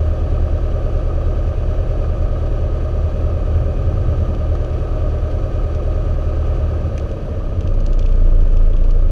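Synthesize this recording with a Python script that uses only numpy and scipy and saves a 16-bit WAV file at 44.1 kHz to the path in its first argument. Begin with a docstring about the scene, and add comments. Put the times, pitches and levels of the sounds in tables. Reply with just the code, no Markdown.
"""Light aircraft taxiing, from the cockpit

One microphone in the cabin, close behind a four-cylinder engine and propeller at about 1150 rpm.
The exhaust throbs, pistons and valves clatter, and combustion noise and propeller wash rush through
cowling and canopy; below, the tyres rumble on the taxiway. Near 7 s the throttle is eased back with a
clack. As the firing rate sinks to 28 Hz the cabin booms and a loose fitting ticks more busily."""
import sys
import numpy as np
from scipy.fft import rfft, irfft, next_fast_len
from scipy.io import wavfile
from scipy.ndimage import map_coordinates

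SR = 44100
rng = np.random.default_rng(int(sys.argv[2]) if len(sys.argv) > 2 else 0)


def dump(signal):
    """Clip the signal to [-1, 1] and save it as 16-bit WAV at the path in sys.argv[1]."""
    limited = np.clip(np.atleast_2d(signal).T, -1, 1)
    pcm = np.round(limited * 32767).astype(np.int16)
    wavfile.write(sys.argv[1], SR, pcm)


N = 401747


def amp(db):
    """Decibels to gain."""
    return 10 ** (np.asarray(db) / 20)


def unit(x):
    """Scale to rms 1."""
    return x / np.sqrt(np.mean(x ** 2) + 1e-20)


def curves(rows):
    """One value per sample for each column after the time."""
    times, *columns = np.transpose(rows)
    return [np.interp(np.arange(N) / SR, times, column) for column in columns]


def wobble(rate_hz):
    """A smooth random curve with rate_hz knots a second."""
    coarse = np.linspace(0, N, 2 ** 13)
    knots = rng.standard_normal(int(N * rate_hz / SR) + 4)
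    return np.interp(np.arange(N), coarse, map_coordinates(knots, [coarse * rate_hz / SR]))


def filtered(x, response):
    """Pass x through a gain given as a function of frequency."""
    size = next_fast_len(N + SR // 2)
    return irfft(rfft(x, size) * response(np.fft.rfftfreq(size, 1 / SR)), size)[:N]


def coloured(x, spectrum, resonances=()):
    """Shape x by a smooth spectrum with resonances on top, at rms 1."""
    freqs, levels = np.transpose(spectrum)
    log_freqs = np.log(np.r_[freqs[0] / 2, freqs, freqs[-1] * 2])

    def response(hz):
        slope_db = np.interp(np.log(hz + 1), log_freqs, np.r_[-120, levels, -120])
        peaks_db = sum(lift / (1 + (2 * (hz - mid) / width) ** 2) for mid, width, lift in resonances)
        return amp(slope_db + peaks_db)
    return unit(filtered(x, response))


def throttle(back_s=6.74, travel_s=0.26):
    """The throttle is eased back once: 1 at taxi power, 0 when closed."""
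    return np.clip(1 - (np.arange(N) / SR - back_s) / travel_s, 0, 1)


# Engine speed in four-stroke cycles, two shaft turns each: time_s, cycle_hz
ENGINE_SPEED = [(0, 9.56), (1.6, 9.555), (2.3, 9.605), (5.6, 9.578), (6.8, 9.61), (7.05, 9.0), (7.42, 8.25),
                (7.95, 7.46), (8.7, 6.93), (9.1, 7.04)]


def relative_speed():
    """Engine speed as a share of taxi speed."""
    cycle_hz, = curves(ENGINE_SPEED)
    return cycle_hz / cycle_hz[0]


def effort(taxi_db, closed_db, halving_db):
    """Gain of an engine noise: add closed_db as the throttle shuts, halving_db per halving of speed."""
    return amp(taxi_db + closed_db * (1 - throttle()) - halving_db * np.log2(relative_speed()))


def stumble(cycle, jitter, idle_jitter):
    """The firings stray from their places in the cycle, much more so near idle."""
    return cycle + (jitter + idle_jitter * np.abs(1 - relative_speed())) * wobble(45)


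def firing_phase(cycle):
    """Radians: one turn for each of the four firings in a cycle."""
    return 2 * np.pi * 4 * cycle


def cycle_pattern(cycle, harmonics):
    """A random shape of rms 1 that repeats with each engine cycle."""
    size = 2 ** 12
    shape = unit(irfft(np.r_[0, np.exp(2j * np.pi * rng.random(harmonics))], size))
    return np.interp(cycle % 1 * size, np.arange(size + 1), np.r_[shape, shape[0]])


def bursts(cycle, table, column, ring_cycles):
    """Each row starts a decaying burst at its place in the cycle; column holds its level."""
    return sum(amp(row[column]) * np.exp(-((cycle - row[0]) % 1) / ring_cycles) for row in table)


def contact_noise():
    """The part of an impact that never repeats: noise below 1900 Hz, at rms 1."""
    return unit(filtered(rng.standard_normal(N), lambda hz: hz < 1900))


# The cabin's booms and nulls at the microphone: pitch_hz, level_db
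CABIN_RESPONSE = [(27, -9.2), (29, -8.8), (31.3, -15), (33, -25), (40, -28.2), (55, -26), (58.5, -24.5),
                  (61, -28.5), (65, -31.5), (70, -31), (76, -23), (85, -31.5), (96, -27), (105, -40),
                  (115, -31)]
# Lift of firing harmonics 1 to 3 at taxi power: lift_db
POWER_LIFT = [7, 0.5, 1.5]
# Slow drift of the drone: time_s, firing_tone_db, second_harmonic_db
DRONE_DRIFT = [(0, 0, 2), (2.1, 0.3, -.5), (3.6, -1.2, 2.5), (4.5, -1.2, 1), (5.5, -1, 0), (6.1, .8, 2.5),
               (6.65, -1.3, 4.5), (7.1, -2, -.5), (7.7, -3, -1), (8.3, -.6, .5)]
# Tones of the shaft and unequal cylinders: cycle_multiple, taxi_db, idle_db
LOPE_TONES = [(2, -31, -49), (3, -30, -39), (5, -35.5, -36), (6, -44, -35), (7, -37.5, -42), (9, -33, -38),
              (10, -39, -47), (11, -42, -39), (14, -44.5, -47), (16, -48, -47)]


def drone(cycle, waver_db, lope_waver_db, lag_cycles=0.076, null_hz=105):
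    """Exhaust pulses and blade passages make one even throb; unequal cylinders add a lope."""
    out, power = np.zeros(N), throttle()
    firing_hz = np.gradient(firing_phase(cycle)) * SR / (2 * np.pi)
    exhaust_phase = firing_phase(cycle - lag_cycles)
    for k, (power_db, drift_db) in enumerate(zip(POWER_LIFT, curves(DRONE_DRIFT) + [0]), 1):
        db = np.interp(k * firing_hz, *np.transpose(CABIN_RESPONSE)) + power_db * power + drift_db
        polarity = np.tanh((null_hz - k * firing_hz) / 2)  # flips across the cabin's null
        out += polarity * amp(db + waver_db * wobble(12)) * np.sin(k * exhaust_phase)
    for k, taxi_db, idle_db in LOPE_TONES:
        level = amp(taxi_db * power + idle_db * (1 - power) + lope_waver_db * wobble(5.8))
        out += level * np.sin(2 * np.pi * (k * cycle + rng.random()))
    return np.sqrt(2) * out


# Engine harmonics singing in the cabin panels: cycle_multiple, level_db
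PANEL_TONES = [(31, -47.5), (34, -49.5), (36, -44), (37, -48.5), (41, -46.5), (42, -45), (44, -51),
               (48, -52), (49, -50), (56, -42.5), (58, -50), (61, -48.5), (64, -46.5), (65, -42),
               (70, -53.5), (76, -53), (79, -60), (84, -63), (89, -62)]


def overtones(cycle, waver_db):
    """Clean upper harmonics set the panels singing at taxi speed and fade as the throttle closes."""
    out = np.zeros(N)
    for k, db in PANEL_TONES:
        out += amp(db + waver_db * wobble(4)) * np.sin(2 * np.pi * (k * cycle + rng.random()))
    return np.sqrt(2) * throttle() * out


# The four firings: place_cycles, knock_db, chuff_db, chirp_db
FIRINGS = [(0.039, -1.5, 3, -7), (.25, 2, 3, -4), (.515, 0, 4, 0), (0.81, -1, 3.5, -7)]
# Narrow resonances of the panels around the microphone: centre_hz, width_hz, lift_db
PANEL_MODES = [(294.8, 29, 5.5), (327, 10, 3.5), (343, 6, 4), (399, 16, 3), (421, 14, 7.5),
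               (450.5, 21, 5.5), (540.4, 14, 7.5), (607.5, 60, 6), (735, 7.7, 5.5), (770, 26, 8),
               (880, 14, 5), (962, 28, 9)]
# Spectra of the pistons' hard knock and duller thud: freq_hz, level_db
PISTON_KNOCK = [(200, -26), (285, -3), (420, -5.5), (500, 0), (560, 1.5), (625, -1), (660, -6), (720, -22),
                (1000, -29), (1200, -24.5), (1400, -34.5), (2200, -46.5)]
PISTON_THUD = [(210, -21.5), (275, -1), (340, 0), (400, -3), (470, -1), (540, -7.5), (640, -25)]


def pistons(cycle, spectrum, ring_cycles, steady, loose, idle_loose):
    """The pistons knock hardest at the firings and shake the panels, less regularly near idle."""
    looseness = loose + idle_loose * (1 - throttle())
    irregular = looseness * contact_noise()
    knocks = (cycle_pattern(cycle, harmonics=200) + irregular) / np.hypot(1, looseness)
    envelope = steady + bursts(cycle, FIRINGS, 1, ring_cycles)
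    return coloured(knocks * envelope, spectrum, PANEL_MODES)


# Valves and rockers landing: place_cycles, level_db
VALVE_LANDINGS = [(.085, -2), (.27, -7), (.37, -5), (.475, -4.5), (.555, -8), (.615, -2), (.725, -7),
                  (.83, -5), (.965, -5)]
# Spectrum of a landing: freq_hz, level_db
VALVE_SPECTRUM = [(950, -25), (1140, -1.5), (1230, 1), (1310, -3.5), (1420, -28.5)]
# Note of the rocker covers: centre_hz, width_hz, lift_db
COVER_MODE = [(1253, 52, 6)]


def valves(cycle, ring_cycles, loose):
    """Landing valves ring the rocker covers in a limping rhythm, partly alike from cycle to cycle."""
    irregular = loose * contact_noise()
    contact = cycle_pattern(cycle, harmonics=200) + irregular
    taps = bursts(cycle, VALVE_LANDINGS, 1, ring_cycles) * contact
    return coloured(taps, VALVE_SPECTRUM, COVER_MODE)


def chirps(cycle, start_hz, rise_hz, length_cycles, scatter_turns):
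    """Each exhaust stroke whistles briefly, its note rising as the piston shrinks the cylinder."""
    cycle_hz, = curves(ENGINE_SPEED)
    out = np.zeros(N)
    for place, _, _, db in FIRINGS:
        stroke = np.minimum((cycle - place) % 1 / length_cycles, 1)
        turns = (start_hz + rise_hz * stroke / 2) * stroke * length_cycles / cycle_hz
        turns += scatter_turns * wobble(90)
        out += amp(db) * np.sin(np.pi * stroke) * np.sin(2 * np.pi * turns)
    return unit(out)


# Exhaust puffs as heard from inside: freq_hz, level_db
CHUFF_SPECTRUM = [(560, -8), (670, 2), (760, -1.5), (810, -8.5), (880, -12.5), (1000, -11.5), (1150, -17.5),
                  (1400, -26.5)]


def chuff(cycle, ring_cycles, steady):
    """Each exhaust valve lets out a puff, half the same each time and half turbulent."""
    gas = cycle_pattern(cycle, harmonics=200) + rng.standard_normal(N)
    envelope = steady + bursts(cycle, FIRINGS, 2, ring_cycles)
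    return coloured(gas * envelope, CHUFF_SPECTRUM, PANEL_MODES)


# Low roar and high hiss of combustion and propeller wash: freq_hz, level_db
ROAR_SPECTRUM = [(130, -15.5), (240, -1.5), (330, 0), (480, -3), (600, 0.5), (680, -7.5), (780, -11.5),
                 (900, -17.5), (1010, -19.5), (1150, -10.5), (1300, -14), (1650, -15.5), (1950, -30.5),
                 (3000, -76.5)]
HISS_SPECTRUM = [(1200, -11), (2000, -3), (2400, 1), (3200, -4), (3600, -9), (5100, -13), (6900, -15.5),
                 (7600, -20), (9000, -22.5), (11500, -22.5), (13000, -29), (14800, -45)]
# Cowling and canopy, between the wash and the microphone: centre_hz, width_hz, lift_db
CANOPY_MODES = [(1253, 175, 7), (1405, 61, -8.5), (1525, 100, 3.5), (1798, 60, 5.5), (2520, 88, 4),
                (3014, 500, 3.5), (3407, 32, 7), (3880, 140, 6.5), (4554, 420, 7.5), (5810, 160, 9),
                (6240, 340, 5)]


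def rush(cycle, spectrum, pulsing_db, flutter_db, lag_cycles=0.15):
    """Turbulence flutters through the canopy; any pulsing with the engine deepens near idle."""
    angle = firing_phase(cycle - lag_cycles)
    beat = np.cos(angle / 2) + np.cos(2 * angle)  # once per shaft turn, twice per firing
    beat += cycle_pattern(cycle, harmonics=15) / 2
    envelope = amp(pulsing_db * beat / relative_speed() + flutter_db * wobble(70))
    return coloured(envelope * rng.standard_normal(N), spectrum, CANOPY_MODES)


# Swells and slight dips as the taxiway passes underneath: middle_s, half_length_s, shake_db, drum_db
RUMBLE_SWELLS = [(.1, 0.26, 1.5, -0.5), (1.2, 0.27, -1, -1), (3.15, 0.31, 2.5, 3), (3.9, 0.46, 8, 3.5),
                 (4.294, 0.13, -1, 5), (6.902, 0.57, 2.5, 0.5), (7.654, 0.19, 2, 1)]
# Spectra of the deep sway, airframe shake and 135-210 Hz drumming: freq_hz, level_db
DEEP_SWAY = [(12, -24), (22, -8), (30, -6.5), (38, -4), (46, -10), (56, -21)]
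AIRFRAME_SHAKE = [(30, -25), (45, -14), (60, -1), (80, -2), (97, -1), (115, -4.5), (150, -9), (260, -32)]
LOW_DRUM = [(90, -24.5), (135, 1.5), (155, -0.5), (172, -1.5), (210, -1.5), (235, -7), (400, -20.5)]
# Air modes of the cabin: centre_hz, width_hz, lift_db
AIR_MODES = [(29, 3.7, 9), (44.3, 7, 4.5), (83.1, 14.3, 11.5)]


def rumble(sway_db, shake_db, drum_db, idle_shake_db, idle_engine_shake_db):
    """The airframe shakes the cabin air; the tyres' low drumming is joined at idle by engine shake."""
    t, idle = np.arange(N) / SR, 1 - throttle()
    airframe_db = shake_db + idle_shake_db * idle
    drumming_db = drum_db + idle_engine_shake_db * idle
    for middle_s, half_s, shake_change_db, drum_change_db in RUMBLE_SWELLS:
        patch = np.exp(-((t - middle_s) / half_s) ** 2)
        airframe_db += shake_change_db * patch
        drumming_db += drum_change_db * patch
    shake = amp(airframe_db) * coloured(rng.standard_normal(N), AIRFRAME_SHAKE, AIR_MODES)
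    sway = amp(sway_db) * coloured(rng.standard_normal(N), DEEP_SWAY, AIR_MODES)
    drum = amp(drumming_db) * coloured(rng.standard_normal(N), LOW_DRUM)
    return sway + shake + drum


def faint_strikes(count, snap_db, scatter_db, knock_db):
    """The loose fitting also touches lightly at random moments: rows of start_s, snap_db, knock_db."""
    draws = rng.random((count, 2))
    return [(when * N / SR, snap_db + scatter_db * force, knock_db) for when, force in draws]


# Strikes of a loose fitting in the cabin: start_s, snap_db, knock_db
FITTING_STRIKES = [(4.3485, -42.5, -45.5), (4.5516, -42, -48), (4.6465, -43, -46), (5.7483, -41, -41.5),
                   (6.997, -40.5, -47.5), (7.0918, -46, -51), (7.1134, -44, -46.5), (7.6081, -39, -40.5),
                   (7.674, -38, -42), (7.739, -47, -50), (7.8032, -40, -51), (7.8635, -33.5, -45),
                   (7.9305, -35.5, -43), (7.9927, -32, -38.5), (8.0264, -42.5, -42), (8.0606, -40.5, -38.5),
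                   (8.0903, -45.5, -47), (8.1244, -45, -48), (8.1574, -46.5, -55.5), (8.407, -46.5, -51),
                   (8.4751, -46.5, -51), (8.5699, -40.5, -44.5), (8.6294, -51.5, -55.5), (8.7334, -48, -42),
                   (8.766, -44, -46.5), (8.8398, -46, -45.5), (8.9087, -40, -48)]
# Spectra of its snap and knock: freq_hz, level_db
FITTING_SNAP = [(2500, -13), (3500, -1), (4500, 5.5), (5400, 1), (6100, 4.5), (7000, -3), (8600, -14.5),
                (11000, -19), (12100, -23), (13000, -33), (14800, -42.5)]
FITTING_KNOCK = [(1800, -19.5), (2150, -14), (2450, 1.5), (3200, -1), (3600, -5.5), (4200, -30.5)]


def loose_fitting(strikes, contact_s, tail_db, tail_t60_s, snap_trim_db, knock_trim_db):
    """Each strike chatters for a few ms: a dry snap, a lower knock and a brief cabin tail."""
    t = np.arange(SR // 10) / SR
    decay = np.exp(-(t / contact_s) ** 2) + amp(tail_db - 60 * t / tail_t60_s)
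    snaps, knocks = np.zeros((2, N + len(t)))
    for start_s, snap_db, knock_db in strikes:
        start = round(start_s * SR)
        span = slice(start, start + len(t))
        snaps[span] += amp(snap_trim_db + snap_db) * decay * rng.standard_normal(len(t))
        knocks[span] += amp(knock_trim_db + knock_db) * decay * rng.standard_normal(len(t))
    return (np.std(snaps) * coloured(snaps[:N], FITTING_SNAP)
            + np.std(knocks) * coloured(knocks[:N], FITTING_KNOCK))


# Clack of a control lever, within arm's reach: freq_hz, level_db
LEVER_SPECTRUM = [(1300, -22), (1550, -12), (1850, -8), (2100, 3), (2500, 12), (2900, -5), (3300, -14),
                  (5200, -19), (6100, -9), (7000, -24), (10000, -31), (13000, -43)]


def lever(start_s, contact_s, tail_db, tail_t60_s):
    """A control lever clacks once as the power comes off, and rings briefly."""
    t = np.maximum(np.arange(N) / SR - start_s, 0)
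    decay = np.exp(-(t / contact_s) ** 2) + amp(tail_db - 60 * t / tail_t60_s)
    burst = (t > 0) * decay * rng.standard_normal(N)
    return np.std(burst) * coloured(burst, LEVER_SPECTRUM)


def scene():
    """The cockpit from one spot, in mono; one turning shaft drives every engine sound."""
    cycle_hz, = curves(ENGINE_SPEED)
    cycle = np.cumsum(cycle_hz) / SR
    strokes = stumble(cycle, jitter=0.00019, idle_jitter=0.03)
    overlap = relative_speed() ** 1.55  # near idle the firings stand apart
    tones = drone(cycle, waver_db=0.6, lope_waver_db=1) + overtones(strokes, waver_db=1)
    knocks = pistons(strokes, PISTON_KNOCK, ring_cycles=0.068, steady=2 * overlap ** 2,
                     loose=0.7, idle_loose=1)
    thuds = pistons(strokes, PISTON_THUD, ring_cycles=0.096, steady=0.78, loose=1.1, idle_loose=2.3)
    taps = valves(strokes, ring_cycles=0.062, loose=1.5)
    whistles = chirps(strokes, start_hz=800, rise_hz=420, length_cycles=0.14, scatter_turns=0.13)
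    puffs = chuff(strokes, ring_cycles=0.059, steady=0.36 * overlap)
    roar = rush(cycle, ROAR_SPECTRUM, pulsing_db=0.5, flutter_db=0.5)
    hiss = rush(cycle, HISS_SPECTRUM, pulsing_db=0, flutter_db=0.66)
    engine = (tones
              + knocks * effort(taxi_db=-34, closed_db=2, halving_db=0.5)
              + thuds * effort(taxi_db=-42.5, closed_db=4.5, halving_db=1)
              + taps * effort(taxi_db=-46.5, closed_db=-3.5, halving_db=-6.5)
              + whistles * effort(taxi_db=-56.5, closed_db=2.5, halving_db=-3)
              + puffs * effort(taxi_db=-46, closed_db=0.5, halving_db=-8)
              + roar * effort(taxi_db=-36.5, closed_db=-0.5, halving_db=-8.5)
              + hiss * effort(taxi_db=-50.5, closed_db=-0.5, halving_db=-6))
    strikes = FITTING_STRIKES + faint_strikes(count=16, snap_db=-52.5, scatter_db=5, knock_db=-56.5)
    ticks = loose_fitting(strikes, contact_s=0.0044, tail_db=-15.5, tail_t60_s=0.14,
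                          snap_trim_db=-7.5, knock_trim_db=-1.5)
    clack = amp(-33.5) * lever(start_s=6.9788, contact_s=0.0035, tail_db=-14, tail_t60_s=0.06)
    rolling = rumble(sway_db=-27, shake_db=-27.5, drum_db=-36.5,
                     idle_shake_db=0.3, idle_engine_shake_db=2)
    return (engine + rolling + ticks + clack)[None]


def record(dry):
    """The microphone loses the deepest bass and the highest treble; both ends fade briefly."""
    low_cut_hz, top_hz, fade_s = 17, 14800, 0.004
    from_edge = np.minimum(np.arange(N), np.arange(N)[::-1])
    fade = np.minimum(from_edge / (fade_s * SR), 1)
    band = lambda hz: (hz < top_hz) * hz ** 4 / np.hypot(hz ** 4, low_cut_hz ** 4)
    return np.array([filtered(fade * channel, band) for channel in dry])


dry = scene()
out = record(dry)
dump(out)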